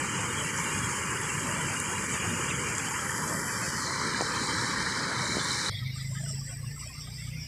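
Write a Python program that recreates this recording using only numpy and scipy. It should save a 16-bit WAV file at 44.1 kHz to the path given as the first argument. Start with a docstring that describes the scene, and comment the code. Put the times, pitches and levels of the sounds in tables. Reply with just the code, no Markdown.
"""Muddy floodwater pours over rocks in a ditch close to a hand-held phone: rushing noise and bubble froth,
with spectral dips that slide as the phone turns. Spray droplets and single bubbles ring out of the rush;
from 4.2 s water slaps rock. At 5.7 s the scene changes at once to a flooded yard: a faint wash, thin
bands of trickle chopped by the phone's noise suppressor, watery blips that it lets through, faint bubbles
and a far engine picking up speed. Drips ring from 6 s."""
import sys
import numpy as np
from scipy import signal
from scipy.fft import rfft, irfft, next_fast_len
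from scipy.io import wavfile
from scipy.ndimage import minimum_filter1d, map_coordinates

SR = 44100
rng = np.random.default_rng(int(sys.argv[2]) if len(sys.argv) > 2 else 0)


def to_wav(s):
    """Save 16-bit WAV."""
    ch = np.atleast_2d(s).T  # columns
    pcm = np.round(np.clip(ch, -1, 1) * 32767)  # PCM
    wavfile.write(sys.argv[1], SR, pcm.astype(np.int16))


N = 329427
FRAME = 1024
CHANGE_S = 5.697

# Flood spectrum below the dips. Each row: frequency in Hz, relative density in dB.
BODY_SPECTRUM = [(22, -109), (43, -75.5), (108, -52.5), (172, -56.5), (237, -61), (430, -65), (540, -66.5),
                 (600, -74), (730, -83.5), (880, -66.5), (990, -65.5), (1120, -66.5), (1890, -66.5)]
# Dips and spray, one list per phone facing. Each row: frequency in Hz, relative density in dB.
DIP_SPECTRA = [
    [(2020, -69), (2330, -65), (2670, -79), (2840, -63), (2970, -78), (3060, -66), (3190, -84),
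     (3270, -74.5), (3400, -93), (3800, -99.5), (4400, -88)],
    [(2020, -67), (2200, -87.5), (2330, -67), (2450, -92), (2630, -97), (2970, -85.5), (3100, -74),
     (3300, -89), (3500, -95), (4050, -93)],
    [(2020, -68.5), (2330, -69), (2450, -91), (2540, -84), (2670, -93.5), (2970, -81), (3100, -72.5),
     (3230, -94), (3530, -84)],
]
SPRAY_SPECTRA = [
    [(4740, -77.5), (5250, -81), (5800, -82), (6200, -76.5), (6800, -69.5), (7490, -70.5), (10510, -82),
     (12830, -96), (14130, -104), (15420, -103)],
    [(4300, -62), (4740, -74), (5250, -72), (6200, -74.5), (7670, -68), (8180, -75), (10420, -75),
     (12660, -83), (14470, -100), (15420, -102)],
    [(3700, -71), (3960, -67), (4520, -74), (5250, -72), (6290, -75.5), (7580, -76), (9220, -80.5),
     (10250, -88), (11710, -100), (12230, -99), (15420, -107)],
]
# Turn of the phone. Each row: time in seconds, facing from 0 to 2.
PHONE_FACING = [(0, 0.017), (1.5, 0.13), (2.6, 0.075), (3.0, 0.32), (3.4, 1.02), (3.75, 1.3), (3.95, 1.887),
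                (5.7, 1.997)]
# Upper edge of the wide dip. Each row: facing, frequency in Hz.
DIP_EDGE = [(0, 4660), (1.05, 4560), (1.9, 3850), (1.99, 3650)]
# Flood swells. Each row: time in seconds, rumble gain in dB, rush gain in dB, spray over rush in dB.
FLOW_SWELLS = [(0, -39, -36, -1), (0.7, -38.5, -36, 1.1), (1.25, -41, -35.5, -0.5), (1.4, -39.5, -36, -0.1),
               (2.3, -38, -36, 0.7), (2.85, -41.5, -36, -0.5), (3.43, -38.5, -35, -3.5),
               (3.7, -41, -35.5, -0.9), (4.1, -38.5, -34.5, -1.5), (4.44, -38, -34, 0.1),
               (5.1, -40, -34.2, -2.5), (5.38, -37.5, -35.5, 2), (5.7, -44, -34.5, 3.2)]
# Two ringing bands of the rush. Each row: time in seconds, lower band gain in dB, upper band gain in dB.
RING_SWELLS = [(0, 1, 1.5), (1.9, 0, 0), (2.2, 3, -2), (2.85, 4.5, -1), (3.1, -1, 0.5), (5.1, 0.5, -0.5),
               (5.35, 1, 0.5), (5.7, -1, 3)]
RING_HZ, RING_WIDTH_HZ = [3050, 4000], [300, 280]
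# Spray droplets. Each row: start in seconds, level in dB, pitch in Hz.
DROPLETS = [(0.578, -17, 6740), (0.7271, -23, 6970), (1.4715, -16, 8280), (1.8015, -8.5, 8250),
            (2.1321, -20, 6800), (2.752, -17, 6980), (2.7827, -10, 7200), (2.794, -22, 7670),
            (3.1808, -17.5, 6924), (3.3382, -15, 8200), (4.2143, -14, 6800), (5.3273, -20.5, 6500),
            (5.448, -17, 7640), (5.517, -13.5, 7440)]
# Single bubbles. Each row: start in seconds, level in dB, pitch in Hz, cycles to fade 20 dB.
SINGLE_BUBBLES = [(0.886, -25, 1230, 14), (2.394, -22, 334, 5), (2.5, -32, 3700, 30),
                  (2.508, -20.5, 2570, 25), (3.0927, -17.5, 1780, 20), (3.5065, -21, 1580, 16),
                  (3.794, -19, 1340, 6), (3.9062, -23, 980, 7), (4.015, -17, 1200, 7),
                  (4.1448, -15, 1620, 12), (4.2078, -21, 1740, 10), (4.22, -16, 760, 3.5),
                  (4.413, -21, 263, 3.5), (4.689, -26, 283, 4.5), (4.7596, -20, 1560, 8),
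                  (4.9284, -23, 1750, 7), (5.295, -21, 331, 2.5), (5.5072, -16, 4000, 19),
                  (5.661, -18, 3830, 14), (5.684, -15, 3970, 14), (5.822, -40, 1260, 30),
                  (5.979, -42, 1520, 20), (6.01, -44, 1230, 22), (6.15, -36, 1590, 24),
                  (6.231, -39, 670, 18), (6.26, -37, 1480, 20), (6.2, -44, 620, 20), (6.268, -44, 640, 14),
                  (6.302, -39, 627, 13), (6.329, -42, 412, 11), (6.411, -43, 1140, 23),
                  (6.508, -44, 1463, 27), (6.64, -42, 1120, 15), (6.762, -45, 1300, 20),
                  (6.775, -44, 1050, 20), (6.81, -43, 1050, 20), (6.897, -46, 1060, 22),
                  (6.862, -41, 606, 10), (7.07, -41, 1220, 22)]
# Water on rock. Each row: start in seconds, level in dB, time constant in seconds.
ROCK_SLAPS = [(4.209, -11.5, 0.00019), (4.2215, -22, 0.00027), (5.354, -22, 0.00054),
              (5.3692, -15.5, 0.0004), (5.3836, -17, 0.00036)]
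# Yard wash. Each row: frequency in Hz, relative density in dB.
WASH_SPECTRUM = [(200, -6.5), (330, -14.5), (800, -21.5), (1500, -22.5), (2100, -14.5), (4000, -29),
                 (5300, -20), (6600, -24.5), (7900, -39), (9500, -34), (10400, -43), (11500, -21),
                 (12700, -22), (15500, -29)]
# Trickle, one list per band. Each row: time in seconds, centre in Hz, relative level in dB.
TRICKLE_BANDS = [
    [(5.7, 2060, -45), (5.95, 2070, -43.5), (6.3, 1830, -50), (6.7, 1910, -53), (7.15, 2150, -52),
     (7.35, 2290, -43), (7.47, 2260, -54)],
    [(5.7, 3550, -38.5), (6.05, 3650, -52), (6.35, 3000, -64), (6.65, 3340, -75), (7.05, 3600, -55.5),
     (7.47, 3230, -60)],
    [(5.7, 4800, -43.5), (5.85, 4830, -46), (6.2, 5280, -49), (6.35, 5360, -44.5), (6.6, 5230, -48),
     (7.0, 5240, -45.5), (7.47, 5230, -46.5)],
    [(5.7, 7950, -58), (5.91, 7850, -59), (5.97, 7700, -46.5), (6.24, 7760, -43.5), (6.5, 7930, -45),
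     (6.65, 8100, -50), (6.83, 7780, -48), (7.1, 8050, -49.5), (7.47, 7600, -55.5)],
]
# Half-width of each trickle band in Hz.
TRICKLE_HALF_WIDTH_HZ = [242, 416, 740, 670]
# Noise suppressor blips. Each row: frequency in Hz, relative density in dB.
BLIP_SPECTRUM = [(250, -28), (370, -8), (650, 0), (950, -10.5), (1150, 1), (1600, -5), (2800, -1.5),
                 (4000, -10.5), (6000, -4.5), (6700, -37), (8900, -2.5), (9800, -16.5), (11300, -15),
                 (12000, -35)]
# Swell of the low blips. Each row: time in seconds, gain in dB.
BLIP_SWELLS = [(5.7, -1), (6.1, 2.5), (6.35, 4.5), (6.7, -1), (7.0, -3), (7.47, -6)]
# Engine overtones. Each row: multiple of the firing rate, base level in dB, growth in dB per second.
ENGINE_OVERTONES = [(2, -57.5, 6.5), (3, -59.5, 6), (4, -42, -1), (5, -40.5, 0), (6, -48.5, -4),
                    (7, -56.5, -5), (8, -58.5, -4.5)]
# Swells of overtones 4 and up. 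Each row: time in seconds, gain in dB, lean of 5 and up over 4 in dB.
ENGINE_SWELLS = [(5.7, 2.5, -3), (5.95, 0, 2), (6.08, 4, 2), (6.4, -0.5, 10), (6.51, -1.5, -4),
                 (6.7, 0.5, 0), (6.75, -7, -1), (6.97, -8, -2), (7.25, 0, -3), (7.47, -1, -4)]
# Exhaust rumble. Each row: frequency in Hz, relative density in dB.
EXHAUST_SPECTRUM = [(20, -10), (35, -1), (60, -3), (130, -3), (200, -16), (270, -17.5), (400, -64)]
# Yard drips. Each row: start in seconds, level in dB, pitch in Hz.
DRIPS = [(6.073, -32, 7760), (6.1858, -35, 7870), (6.2401, -26, 7700), (6.287, -34, 7600),
         (6.322, -35, 7970), (6.3459, -31, 7700), (6.4806, -33, 7560), (6.5699, -31, 8050),
         (6.8143, -26.5, 7800), (6.8727, -29, 7750), (7.27, -33, 7600)]


def amp(db):
    """Decibels to gain."""
    return 10 ** (np.asarray(db) / 20)


def unit(x):
    """Scale to rms 1."""
    return x / np.sqrt(np.mean(x ** 2) + 1e-20)


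def along(points, hz):
    """Interpolate (Hz, value) points on a log axis."""
    f, v = np.transpose(points)
    return np.interp(np.log(hz + 1), np.log(f + 1), v)


def curves(rows, at):
    """Interpolate the other columns against the first."""
    knots, *columns = np.transpose(rows)
    return [np.interp(at, knots, column) for column in columns]


def stft(x):
    """Frequencies (column), times, short-time spectrum."""
    hz, t, z = signal.stft(x, SR, nperseg=FRAME, noverlap=FRAME * 3 // 4)
    return hz[:, None], t, z


def istft(z):
    """Short-time spectrum to samples."""
    return signal.istft(z, SR, nperseg=FRAME, noverlap=FRAME * 3 // 4)[1][:N]


def wander(t, pace_s):
    """Smooth random curve, one knot every pace_s."""
    return map_coordinates(rng.standard_normal(400), [t / pace_s % 399], order=3)


def blobs(shape, wide_hz, long_s):
    """Smooth random field over frequency and time, rms 1."""
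    knots = rng.standard_normal((200, 500))
    f = np.linspace(0, shape[0] * SR / FRAME / wide_hz, shape[0]) % 199
    t = np.linspace(0, shape[1] * FRAME / 4 / SR / long_s, shape[1]) % 499
    rows = knots[f.astype(int)] * (1 - f % 1)[:, None] + knots[f.astype(int) + 1] * (f % 1)[:, None]
    return unit(rows[:, t.astype(int)] * (1 - t % 1) + rows[:, t.astype(int) + 1] * (t % 1))


def flicker(shape, wide_hz, long_s, rare, soft):
    """Blobs gated on and off; higher rare, fewer on."""
    return 1 / (1 + np.exp((rare - blobs(shape, wide_hz, long_s)) / soft))


def patches(shape, wide_hz, long_s, depth_db):
    """Random gain in blobs, mean power near 1."""
    return amp(depth_db * blobs(shape, wide_hz, long_s) - depth_db ** 2 * np.log(10) / 20)


def pings(start_s, db, hz, cycles, rise, size=FRAME, attack=7.9):
    """Damped sines with a soft start; pitch rises as a bubble nears the surface."""
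    start_s, db, hz, cycles = (np.reshape(v, (-1, 1)) for v in (start_s, db, hz, cycles))
    k = np.arange(size)
    turns = hz * k / SR
    age = turns / cycles
    envelope = (1 - np.exp(-(attack * age) ** 2)) * amp(db - 20 * age)
    waves = envelope * np.sin(2 * np.pi * turns * (1 + rise * age))
    index = np.round(start_s * SR).astype(int) + k
    return np.bincount(index.ravel(), waves.ravel(), N + SR)[:N]


def froth(count=4000):
    """Dense bed of bursting bubbles; small ones ring more cycles."""
    when, pitch, strength = rng.random((count, 3)).T
    hz = 700 * amp(23 * pitch)
    db = 12 * np.log10(hz) + 13 * strength ** 2
    return unit(pings(when * CHANGE_S, db, hz, cycles=6.2 + hz / 400, rise=0.059, size=FRAME // 2))


def facing_colour_db(hz, t):
    """Flood spectrum as the phone turns; spray takes over above the wide dip's sliding edge."""
    facing, = curves(PHONE_FACING, t)
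    edge_hz, = curves(DIP_EDGE, facing)
    shares = [np.clip(1 - abs(facing - k), 0, 1) for k in range(3)]
    below_db = sum(w * along(BODY_SPECTRUM + dips, hz) for w, dips in zip(shares, DIP_SPECTRA))
    above_db = sum(w * along(spray, hz) for w, spray in zip(shares, SPRAY_SPECTRA))
    return below_db + (above_db - below_db) / (1 + np.exp(np.clip((edge_hz - hz) / 35, -50, 50)))


def dip_fill_db(hz, colour_db):
    """Dips fill and empty at random; blips flicker in the wide one as the noise suppressor opens."""
    narrow_depth_db = -minimum_filter1d(-colour_db, size=11, axis=0) - colour_db
    wide_depth_db = -minimum_filter1d(-colour_db, size=45, axis=0) - colour_db
    fill_db = 1.14 * narrow_depth_db * (flicker(colour_db.shape, 118.7, .05, rare=0.95, soft=0.15) - .3)
    blip_db = 0.62 * wide_depth_db * flicker(colour_db.shape, 130.2, .05, rare=1.37, soft=0.2)
    return fill_db * (hz > 520) + blip_db * (hz > 3300) * (hz < 4800)


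def flood():
    """Water over rocks: coloured noise and froth, swelling and surging by band."""
    hz, t, z = stft(rng.standard_normal(N) + amp(-12) * froth())
    colour_db = facing_colour_db(hz, t)
    water = unit(istft(z * amp(colour_db + dip_fill_db(hz, colour_db))))
    low = 1 / (1 + (hz / 600) ** 4)
    high = 1 / (1 + (3500 / (hz + 1)) ** 4)
    rumble_db, rush_db, spray_db = curves(FLOW_SWELLS, t)
    heave_db = .7 * wander(t, pace_s=.1)
    swell_db = low * (rumble_db + heave_db) + (1 - low) * rush_db + high * spray_db
    for ring_db, centre_hz, width_hz in zip(curves(RING_SWELLS, t), RING_HZ, RING_WIDTH_HZ):
        swell_db += ring_db * np.exp(-((hz - centre_hz) / width_hz) ** 2)
    surge = patches(z.shape, 5300, .02, depth_db=.5 + 0.29 * high)
    surge *= patches(z.shape, 149.6, .045, depth_db=1 + 2.6 * np.exp(-((hz - 2950) / 400) ** 2))
    surge *= patches(z.shape, 109.9, .14, depth_db=0.61 + high)
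    return amp(5.5) * istft(stft(water)[2] * amp(swell_db) * surge)


def droplets():
    """Spray droplets: short high pings."""
    return pings(*np.transpose(DROPLETS), cycles=7.5, rise=0.013)


def bubbles():
    """Single ringing bubbles, loud in the ditch, faint in the yard."""
    return -pings(*np.transpose(SINGLE_BUBBLES), rise=0.012, size=FRAME * 2, attack=5.1)


def slaps():
    """Water slaps rock: a sharp pull of pressure, then a longer rebound."""
    out, t = np.zeros(N), np.arange(FRAME) / SR
    for start_s, db, pull_s in ROCK_SLAPS:
        u = t / pull_s
        out[round(start_s * SR):][:FRAME] -= amp(db) * 3.1 * u * u * (1 - u / 3) * np.exp(-u)
    return out


def wash():
    """Faint steady noise of the flooded yard."""
    hz, _, z = stft(rng.standard_normal(N))
    return amp(-54.5) * unit(istft(z * amp(along(WASH_SPECTRUM, hz))))


def trickle(spurt_db=2.5):
    """Four drifting bands of trickle, chopped on and off by the phone's noise suppressor."""
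    hz, t, z = stft(rng.standard_normal(N))
    bands = 0
    for rows, width_hz in zip(TRICKLE_BANDS, TRICKLE_HALF_WIDTH_HZ):
        centre_hz, db = curves(rows, t)
        band = np.exp(-((hz - centre_hz) / width_hz) ** 4) * np.sqrt(SR / 4 / width_hz)
        bands += amp(db + spurt_db * wander(t, pace_s=.06)) * band
    gate = 0.11 + flicker(z.shape, 89.94, .036, rare=0.23, soft=0.16)
    return amp(2) * istft(z * bands * gate)


def suppressor_blips():
    """Sparse watery blips of faint yard noise let through by the noise suppressor, as a random gate."""
    hz, t, z = stft(rng.standard_normal(N))
    swell_db, = curves(BLIP_SWELLS, t)
    colour_db = along(BLIP_SPECTRUM, hz) + swell_db * (hz < 1700)
    gate = flicker(z.shape, 100, .03, rare=1.34, soft=0.11)
    return amp(-55) * unit(istft(z * amp(colour_db) * gate))


def engine(firing_hz=25.3, climb_hz_per_s=3.1, waver_db=2.5):
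    """Far engine: unsteady overtones of a climbing firing rate; the exhaust throbs once a firing."""
    t = np.arange(N) / SR
    since_s = t - CHANGE_S
    firings = firing_hz * since_s + climb_hz_per_s * since_s ** 2 / 2
    swell_db, lean_db = curves(ENGINE_SWELLS, t)
    overtones = 0
    for k, base_db, growth_db_per_s in ENGINE_OVERTONES:
        db = base_db + growth_db_per_s * np.maximum(since_s, 0)
        if k > 3:
            db += swell_db + lean_db * min(k - 4.5, .5)
        db += waver_db * np.sqrt(k / 5) * wander(t, pace_s=.09)
        phase_rad = 2 * np.pi * (k * firings + rng.random()) + 0.1 * k * wander(t, pace_s=.045)
        overtones += amp(db) * np.sqrt(2) * np.sin(phase_rad)
    size = next_fast_len(N)
    exhaust_db = along(EXHAUST_SPECTRUM, np.fft.rfftfreq(size, 1 / SR))
    exhaust = irfft(rfft(rng.standard_normal(size)) * amp(exhaust_db), size)[:N]
    throb = 1 + 0.21 * np.sin(2 * np.pi * firings)
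    return overtones + amp(-46.5) * unit(exhaust) * throb


def drips():
    """Drips in the yard: high ringing ticks."""
    return pings(*np.transpose(DRIPS), cycles=40, rise=.003)


def scene(crossfade_s=0.0041):
    """Ditch, then yard; bubbles in both."""
    ditch = flood() + droplets() + slaps()
    yard = wash() + trickle() + suppressor_blips() + engine() + drips()
    yard_share = np.clip((np.arange(N) / SR - CHANGE_S) / crossfade_s + .5, 0, 1)
    return ((1 - yard_share) * ditch + yard_share * yard + bubbles())[None]


def record(dry, low_cut_hz=59.3, top_hz=15600):
    """Phone microphone: bass roll-off, hard upper band limit."""
    size = next_fast_len(N + SR // 2)
    hz = np.fft.rfftfreq(size, 1 / SR)
    response = (hz < top_hz) / np.sqrt(1 + (low_cut_hz / (hz + 1)) ** 3)
    return irfft(rfft(dry, size) * response, size)[:, :N]


dry = scene()
out = record(dry)
to_wav(out)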